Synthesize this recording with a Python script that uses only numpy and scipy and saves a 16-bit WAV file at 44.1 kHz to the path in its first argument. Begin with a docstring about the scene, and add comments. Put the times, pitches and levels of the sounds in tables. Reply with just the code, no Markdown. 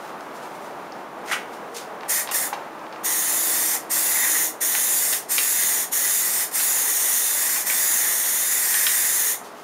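"""Spray can in an open garage

A can with a trigger grip is lifted off a bench and sprayed in strokes; one microphone, the same on both channels.
The jet is fluttering noise through the nozzle's resonances, with sliding echoes that bend its comb of dips.
Knocks of ball, grip and trigger ring the can's modes; gloves and rim rub as dense random slips.
A broad roar of shaped noise with wavering faint tones comes from outside and sinks over the scene;
a short noise tail makes the garage.
"""
import sys
import numpy as np
from scipy import signal
from scipy.fft import rfft, irfft, next_fast_len
from scipy.io import wavfile
from scipy.ndimage import map_coordinates

SR = 44100
rng = np.random.default_rng(int(sys.argv[2]) if len(sys.argv) > 2 else 0)


def waveform_to_disk(signal):
    """Save audio, clipped to [-1, 1], as 16-bit WAV at the path in sys.argv[1]."""
    frames = np.transpose(np.atleast_2d(signal))
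    scaled = np.clip(frames, -1, 1) * 32767
    samples = np.round(scaled).astype(np.int16)
    wavfile.write(sys.argv[1], SR, samples)


N = 424683  # length [samples]

# roar from outside: (time [s], level before trim [dB], tilt of its upper part [dB])
OUTSIDE_LEVEL = [(0.0, -37.3, 0), (1.3, -34.7, -3), (2.3, -37, 0), (3.9, -38, 0), (5.2, -38.5, -3.5),
                 (7.0, -40.5, 0.5), (9.1, -41.5, -1.5), (9.63, -39, -1.5)]
# colour of that roar: (frequency [Hz], relative level per Hz [dB])
ROAR_SPECTRUM = [(15, -93), (25, -54), (80, -30), (161, -9.5), (235, -5.5), (269, -5.5), (324, -2.5),
                 (403, -3), (857, 1.5), (1010, -0.5), (1220, -2), (2090, -13), (3220, -21), (4570, -26.5),
                 (15800, -35.5)]
# faint tones that come and go in the roar: (from [s], to [s], pitch [Hz], waver [Hz], level [dB])
FAINT_TONES = [(1.2, 2.1, 466, 6.0, -48), (1.3, 2.2, 422, 2.5, -50), (0.1, 1.1, 605, 12.0, -50),
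               (1.8, 2.5, 612, 6.0, -46), (2.5, 4.8, 321, 1.2, -48), (2.5, 4.8, 470, 9.0, -56),
               (4.8, 7.4, 422, 3.0, -56), (9.0, 9.9, 418, 3.0, -50)]
TONE_FADE_S = .3

# the can's shell modes: (frequency [Hz], drive [dB], t60 [s])
CAN_MODES = [(820, 2, .05), (1090, -3, .03), (1500, -2, .02), (1900, 0, .02), (2350, -2, .014),
             (2750, -2, .012), (3200, -2, .01), (3800, -2, .009), (4500, -2, .008), (5300, -2, .007),
             (6300, -3, .005), (8000, -4, .004), (11000, -6, .003)]
# gloves and the can's rim rubbing:
# (loudest [s], level [dB], time to swell 20 dB [s], time to fade 20 dB [s], low ring re rustle before trim [dB])
RUB_EVENTS = [(0.1, -52, .9, .015, -6), (0.206, -56, .02, .12, 4), (0.366, -47, .04, .05, -8),
              (0.43, -47, .02, .09, -3), (0.556, -52, .05, .03, -6), (0.65, -51.5, .1, .12, -3),
              (1.275, -44, .025, .15, -2), (1.332, -27.5, .045, .04, 12), (1.536, -48, .03, .06, -2),
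              (1.749, -41, .005, .06, -15), (1.772, -36.5, .04, .07, -3), (9.445, -45, .02, .09, -15),
              (9.58, -50, .06, .2, 2)]
# colour of the rustle: (frequency [Hz], relative level per Hz [dB])
RUB_SPECTRUM = [(300, -69), (1500, -23), (3000, -7), (5000, -6.5), (9000, -9.5), (16000, -18)]
RUB_ROUND_DB = 2.5   # each rub peaks roundly
# rubs harder than a light one gain less treble
RUB_TREBLE_HZ, RUB_TREBLE_FOLLOWS, LIGHT_RUB_DB = 8500, .65, -47

GARAGE_T60_S, GARAGE_LOW_T60_S, GARAGE_LOW_HZ = 0.28, 0.33, 4500   # the lower range rings on longer
WALL_CUT_HZ, GARAGE_DB = 10000, -7.5
PLACES, PLACE_S = 12, .12   # the can passes to a new place this often, and round all of them in turn

# ball, grip and trigger knock against the can:
# (time [s], blow before trim [dB], brightness [Hz], spread to 6 dB down [octaves], chatter re blow [dB])
KNOCK_EVENTS = [(0.208, -31, 7000, 1.1, -25), (0.922, -22, 5400, 0.25, -29), (1.313, -16, 1600, 0.61, -8),
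                (2.009, -31, 3470, .9, -28), (2.033, -24.5, 1000, 1.8, -18.5),
                (2.274, -20, 3100, 0.74, -14), (2.289, -23, 1700, 2.6, -12), (2.313, -24, 1900, 1.3, -11),
                (2.528, -10.5, 900, 0.7, -22), (2.531, -27, 4000, 0.91, -2.5), (2.793, -38, 5000, 1.1, -25),
                (2.866, -33, 2800, .9, -22), (2.926, -30, 3480, 1.1, -15), (2.96, -34, 3000, 1.1, -13),
                (4.353, -23, 1830, 0.77, -17), (4.7508, -12, 2500, 1.0, -18), (5.127, -16, 3900, 1.1, -8.5),
                (5.3813, -8.5, 3500, 1.15, -12), (6.597, -21, 2780, 1.1, -5.5),
                (7.561, -20, 2180, 0.96, -7.5), (7.699, -13, 2400, 0.85, -12), (8.742, -15, 2600, 1.2, -14),
                (8.867, -8.5, 3600, 1.15, -12)]

# the trigger is pulled and let go:
# (pulled [s], let go [s], flow before trim [dB], time to open [s], sag [dB per s])
TRIGGER_STROKES = [(2.077, 2.212, -19.5, .022, 15), (2.308, 2.34, -25.5, .006, 0),
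                   (2.33, 2.472, -21, .018, 32), (3.03, 3.755, -22.5, .022, -3),
                   (3.891, 4.475, -20.5, .025, 0), (4.601, 5.172, -20.5, .016, 1),
                   (5.278, 5.833, -20.5, .035, 0), (5.91, 6.446, -20.5, .018, 2),
                   (6.511, 6.515, -31, .003, 0), (6.519, 7.62, -20.5, .035, 0.5),
                   (7.645, 9.332, -21, .025, -0.3)]
OPENING_POWER = 1.6   # flow grows as this power of the pull
CLOSING_DB_PER_S, CLOSING_KNEE_S = 430, .012   # the pressure behind the nozzle bleeds away

# broad turbulence of the jet: (frequency [Hz], relative level per Hz [dB])
JET_SPECTRUM = [(20, -27), (150, -22), (500, -47), (1000, -10), (2500, -8.5), (4500, -11.5), (6000, -2),
                (6900, -1), (9300, -5.5), (9800, 1), (11300, 2), (12600, -4), (13500, 1.5), (15200, -1.5),
                (16000, -6)]
# resonances of nozzle and grip: (frequency [Hz], width of each of two passes [Hz], level re turbulence [dB])
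NOZZLE_RESONANCES = [(3600, 160, -22), (6960, 760, -11), (8800, 900, -8.5), (10200, 1100, -11),
                     (12700, 900, -32.5)]
# hoot of the nozzle's lowest channel: (time [s], level re jet at full flow [dB])
HOOT_LEVEL = [(2.1, -11), (2.4, -14), (3.05, -12), (3.4, -16), (3.75, -15), (4.1, -14), (4.34, -7.5),
              (4.46, -14), (4.7, -13), (5.0, -16), (5.9, -14), (6.4, -14), (7.0, -15), (7.55, -15),
              (7.7, -12), (7.9, -14.5), (8.2, -11.5), (8.8, -12.5), (9.3, -13)]
HOOT_HZ, HOOT_WIDTH_HZ = 1900, 370
HOOT_FOLLOWS, MID_FOLLOWS = .85, .45   # shares of the jet's swing [dB per dB] that hoot and mid hiss follow
MID_DB, MID_PATCHY_DB = -23, 2.0   # mid hiss re jet at full flow, and how much it varies

# the arm turns at each end of the bench, far side first: one list of times [s]
ARM_TURNS = [2.2, 3.0, 3.75, 4.6, 5.25, 5.85, 6.45, 7.05, 7.6, 8.2, 8.8, 9.4]
NEAR, FAR = .06, .86   # reach at the turns, 0 near - 1 far
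# echoes of the jet off sheet, bench and body: (lag when near [ms], lag when far [ms], level [dB])
JET_ECHOES = [(.36, .22, -10), (.72, 1.02, -14), (1.9, 1.3, -13), (3.4, 4.7, -11), (6.2, 4.6, -11),
              (5.2, 6.8, -12), (8.5, 7.0, -13)]

NOTCH_HZ, NOTCH_WIDTH_HZ, CUTOFF_HZ = 7870, 220, 15640


def from_db(db):
    """Gain of a level in dB."""
    return 10 ** (np.asarray(db) / 20)


def rms_one(x):
    """Scales x to rms 1."""
    return x / np.sqrt(np.mean(x ** 2) + 1e-20)


def in_time(rows):
    """Draws each column of a curve out sample by sample."""
    s, *columns = np.transpose(rows)
    return [np.interp(np.arange(N) / SR, s, column) for column in columns]


def drift(rate_hz):
    """Smooth chance movement up to about rate_hz; rms 1."""
    r = np.exp(-2 * np.pi * rate_hz / SR)
    noise = rng.standard_normal(N + SR)
    return rms_one(signal.lfilter([1], [1, -2 * r, r * r], noise)[SR:])   # the first second lets it settle


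def coloured(x, spectrum):
    """Filters x by a curve drawn on a log-frequency axis; rms 1."""
    size = next_fast_len(N)
    hz, db = np.transpose(spectrum)
    bin_hz = np.arange(size // 2 + 1) * SR / size
    shape_db = np.interp(np.log(bin_hz + 1), np.log(hz), db)
    return rms_one(irfft(rfft(x, size) * from_db(shape_db), size)[:N])


def resonance(x, hz, width_hz):
    """Two-pole band with gain 1 on top."""
    r = np.exp(-np.pi * width_hz / SR)
    poles = [1, -2 * r * np.cos(2 * np.pi * hz / SR), r * r]
    return signal.lfilter([(1 - r * r) / 2, 0, (r * r - 1) / 2], poles, x)


def band(x, low_hz, high_hz):
    """Butterworth band-pass; rms 1."""
    return rms_one(signal.sosfilt(signal.butter(2, [low_hz, high_hz], "band", fs=SR, output="sos"), x))


def lowpass(x, hz, order=2):
    """Butterworth low-pass."""
    return signal.sosfilt(signal.butter(order, hz, fs=SR, output="sos"), x)


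def highpass(x, hz):
    """Second-order Butterworth high-pass."""
    return signal.sosfilt(signal.butter(2, hz, "high", fs=SR, output="sos"), x)


def tone(hz, waver_hz):
    """A sine of rms 1 whose pitch wavers."""
    pitch_hz = hz + waver_hz * drift(3.13)
    return np.sqrt(2) * np.sin(2 * np.pi * np.cumsum(pitch_hz) / SR)


def outside():
    """Roar from outside: wide noise that wavers in level, with faint tones and a low rumble."""
    level_db, upper_db = in_time(OUTSIDE_LEVEL)
    roar = coloured(rng.standard_normal(N), ROAR_SPECTRUM)
    low = lowpass(roar, 900)
    tilted = low + from_db(upper_db) * (roar - low)
    mix = from_db(level_db + 1.5 + 0.76 * drift(7.9)) * tilted
    t = np.arange(N) / SR
    for start, end, hz, waver_hz, db in FAINT_TONES:
        fade = np.clip(np.minimum(t - start, end - t) / TONE_FADE_S, 0, 1)
        mix = mix + fade * from_db(db + 2.1 * drift(5.4)) * tone(hz, waver_hz)
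    rumble = from_db(-75) * band(rng.standard_normal(N), 20, 80)
    return mix + rumble


def can(forces):
    """The shell rings as a sum of decaying modes, each driven by its own force."""
    ringing = 0
    for k, ((hz, db, t60), force) in enumerate(zip(CAN_MODES, forces)):
        r, w = from_db(-60 / (t60 * SR)), 2 * np.pi * hz / SR
        drive = force * from_db(db) + 1e-18
        mode = signal.lfilter([0, np.sin(w)], [1, -2 * r * np.cos(w), r * r], drive)
        ringing = ringing + (-1) ** k * mode   # neighbours in opposite polarity
    return ringing


def rubbing():
    """Dense uneven slips: a bright rustle, and the can's lower modes when its rim drags on the bench."""
    t, rustle, drag = np.arange(N) / SR, 0, 0
    for s, db, swell_s, fade_s, ring_db in RUB_EVENTS:
        fall_db = 20 * np.maximum((s - t) / swell_s, (t - s) / fade_s)
        press = from_db(db - np.hypot(RUB_ROUND_DB, fall_db) + RUB_ROUND_DB)
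        rustle = rustle + press
        drag = drag + press * from_db(ring_db)
    # about 9000 slips per second, of random strength and sign
    strength = from_db(2.2 * np.minimum(rng.exponential(1, N), 4))
    slips = strength * rng.choice([-1, 1], N) * (rng.random(N) < 9000 / SR)
    slips = slips * from_db(1.5 * drift(90))
    ring = 0.25 * band(can([slips] * len(CAN_MODES)), 1400, 2400) + band(slips, 1000, 2780)
    rub = coloured(slips, RUB_SPECTRUM)
    treble = highpass(rub, RUB_TREBLE_HZ)
    treble_gain = (rustle / from_db(LIGHT_RUB_DB) + 1e-9) ** (RUB_TREBLE_FOLLOWS - 1)
    return rustle * (rub + (treble_gain - 1) * treble) + drag * from_db(-7.0) * ring


def garage(x):
    """A dense tail of echoes, dull and dying fast; it changes as the can moves from place to place."""
    t = np.arange(SR // 2) / SR
    noise = rng.standard_normal((PLACES, len(t))) * (t > .004)
    low = lowpass(noise, GARAGE_LOW_HZ)
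    tail = low * from_db(-60 * t / GARAGE_LOW_T60_S) + (noise - low) * from_db(-60 * t / GARAGE_T60_S)
    tail = lowpass(tail, WALL_CUT_HZ, order=1)
    tail = tail / np.sqrt(np.sum(tail ** 2, axis=1, keepdims=True))
    # steps from each place, going round; neighbouring places crossfade
    steps = np.arange(N) / SR / PLACE_S - np.arange(PLACES)[:, None]
    away = (steps + PLACES / 2) % PLACES - PLACES / 2
    here = np.cos(np.pi / 2 * np.clip(away, -1, 1))
    size = next_fast_len(N + len(t))
    heard = rfft(x * here, size) * rfft(tail, size)
    return irfft(heard.sum(axis=0), size)[:N]


def knocks():
    """Each knock favours the modes near its brightness and chatters on in quick, fading contacts."""
    s, db, bright_hz, spread, chatter_db = np.transpose(KNOCK_EVENTS)
    at = (s * SR).round().astype(int)
    octaves = np.log2(np.array(CAN_MODES)[:, :1] / bright_hz)
    chance_db = rng.normal(0, 1.5, (len(at), len(CAN_MODES))).T
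    blows, after = np.zeros((2, len(CAN_MODES), N))
    blows[:, at] = from_db(db - 5.5 + chance_db - 6 * (octaves / spread) ** 2)
    after[:, at] = blows[:, at] * from_db(chatter_db)
    # about 3000 contacts per second, each landing on another spot
    contacts = rng.standard_normal(blows.shape) * (rng.random(N) < 3000 / SR)
    fading = signal.lfilter([0, 1], [1, -np.exp(-1 / (0.011 * SR))], after + 1e-18)   # time constant 11 ms
    return highpass(can(blows + fading * contacts), 500)


def valve():
    """Flow of the jet: opens with the pull, changes level while held, bleeds away after release."""
    t, flow = np.arange(N) / SR, 1e-6
    for pulled, let_go, db, open_s, sag in TRIGGER_STROKES:
        closing_s = CLOSING_KNEE_S * np.logaddexp(0, (t - let_go) / CLOSING_KNEE_S)   # rounded onset
        opening = np.clip((t - pulled) / open_s, 0, 1) ** OPENING_POWER
        flow = flow + opening * from_db(db - sag * (t - pulled) - CLOSING_DB_PER_S * closing_s)
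    return flow


def spray():
    """Paint and propellant sputter through the nozzle: noise fluttering at droplet speed, ringing in its channels."""
    flow, (hoot_db,) = valve(), in_time(HOOT_LEVEL)
    flutter = from_db(0.73 * drift(360) + 0.5 * drift(2.7))
    broad, ringing, breath = flutter * rng.standard_normal((3, N))
    jet = coloured(broad, JET_SPECTRUM)
    for hz, width_hz, db in NOZZLE_RESONANCES:
        channel = resonance(resonance(ringing, hz, width_hz), hz, width_hz)
        jet = jet + from_db(db + 1.13 * drift(18)) * rms_one(channel)
    opening = flow / flow.max()
    # the lowest channel resonance is breathy and comes in patches
    patches = from_db(0.96 * drift(45) + 1.3 * drift(12))
    lowest = resonance(resonance(breath, HOOT_HZ, HOOT_WIDTH_HZ), HOOT_HZ, 2 * HOOT_WIDTH_HZ)
    hoot = from_db(hoot_db) * opening ** (HOOT_FOLLOWS - 1) * rms_one(patches * lowest)
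    mid_gain = from_db(MID_DB + MID_PATCHY_DB * drift(8)) * opening ** (MID_FOLLOWS - 1)
    mid = mid_gain * band(breath, 2300, 5500)
    return flow * from_db(-1.14) * (rms_one(jet) + hoot + mid)


def swept(x):
    """The can moves, so each echo's lag slides and its comb of dips bends with the stroke."""
    stroke = np.interp(np.arange(N) / SR, ARM_TURNS, np.arange(len(ARM_TURNS)))
    reach = NEAR + (FAR - NEAR) * (1 + np.cos(np.pi * stroke)) / 2   # the arm slows at each end
    out = x.copy()
    bright = highpass(x, 4000)   # small surfaces return only short waves
    for near_ms, far_ms, db in JET_ECHOES:
        lag = (near_ms + (far_ms - near_ms) * reach) * SR / 1000   # in samples
        out += from_db(db) * map_coordinates(bright, [np.arange(N) - lag], order=3)
    return out


def scene():
    """Jet, handling, garage and outside reach one microphone."""
    handling = knocks() + rubbing()
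    jet = swept(spray())
    to_walls = handling + from_db(-3.5) * jet   # the jet aims down, less of it reaches the walls
    echoes = from_db(GARAGE_DB) * garage(to_walls)
    return np.tile(jet + handling + echoes + outside(), (2, 1))


def band_limit(x):
    """A steep low-pass at the top of the band."""
    return signal.sosfilt(signal.butter(12, 16290, fs=SR, output="sos"), x)


def record(dry):
    """A narrow notch in the treble and a steep cut at the top."""
    notched = dry - .9 * resonance(dry, NOTCH_HZ, NOTCH_WIDTH_HZ)
    steep = signal.ellip(14, .5, 70, CUTOFF_HZ, fs=SR, output="sos")
    finished = signal.sosfilt(steep, notched)
    return band_limit(finished)


dry = scene()
out = record(dry)
waveform_to_disk(out)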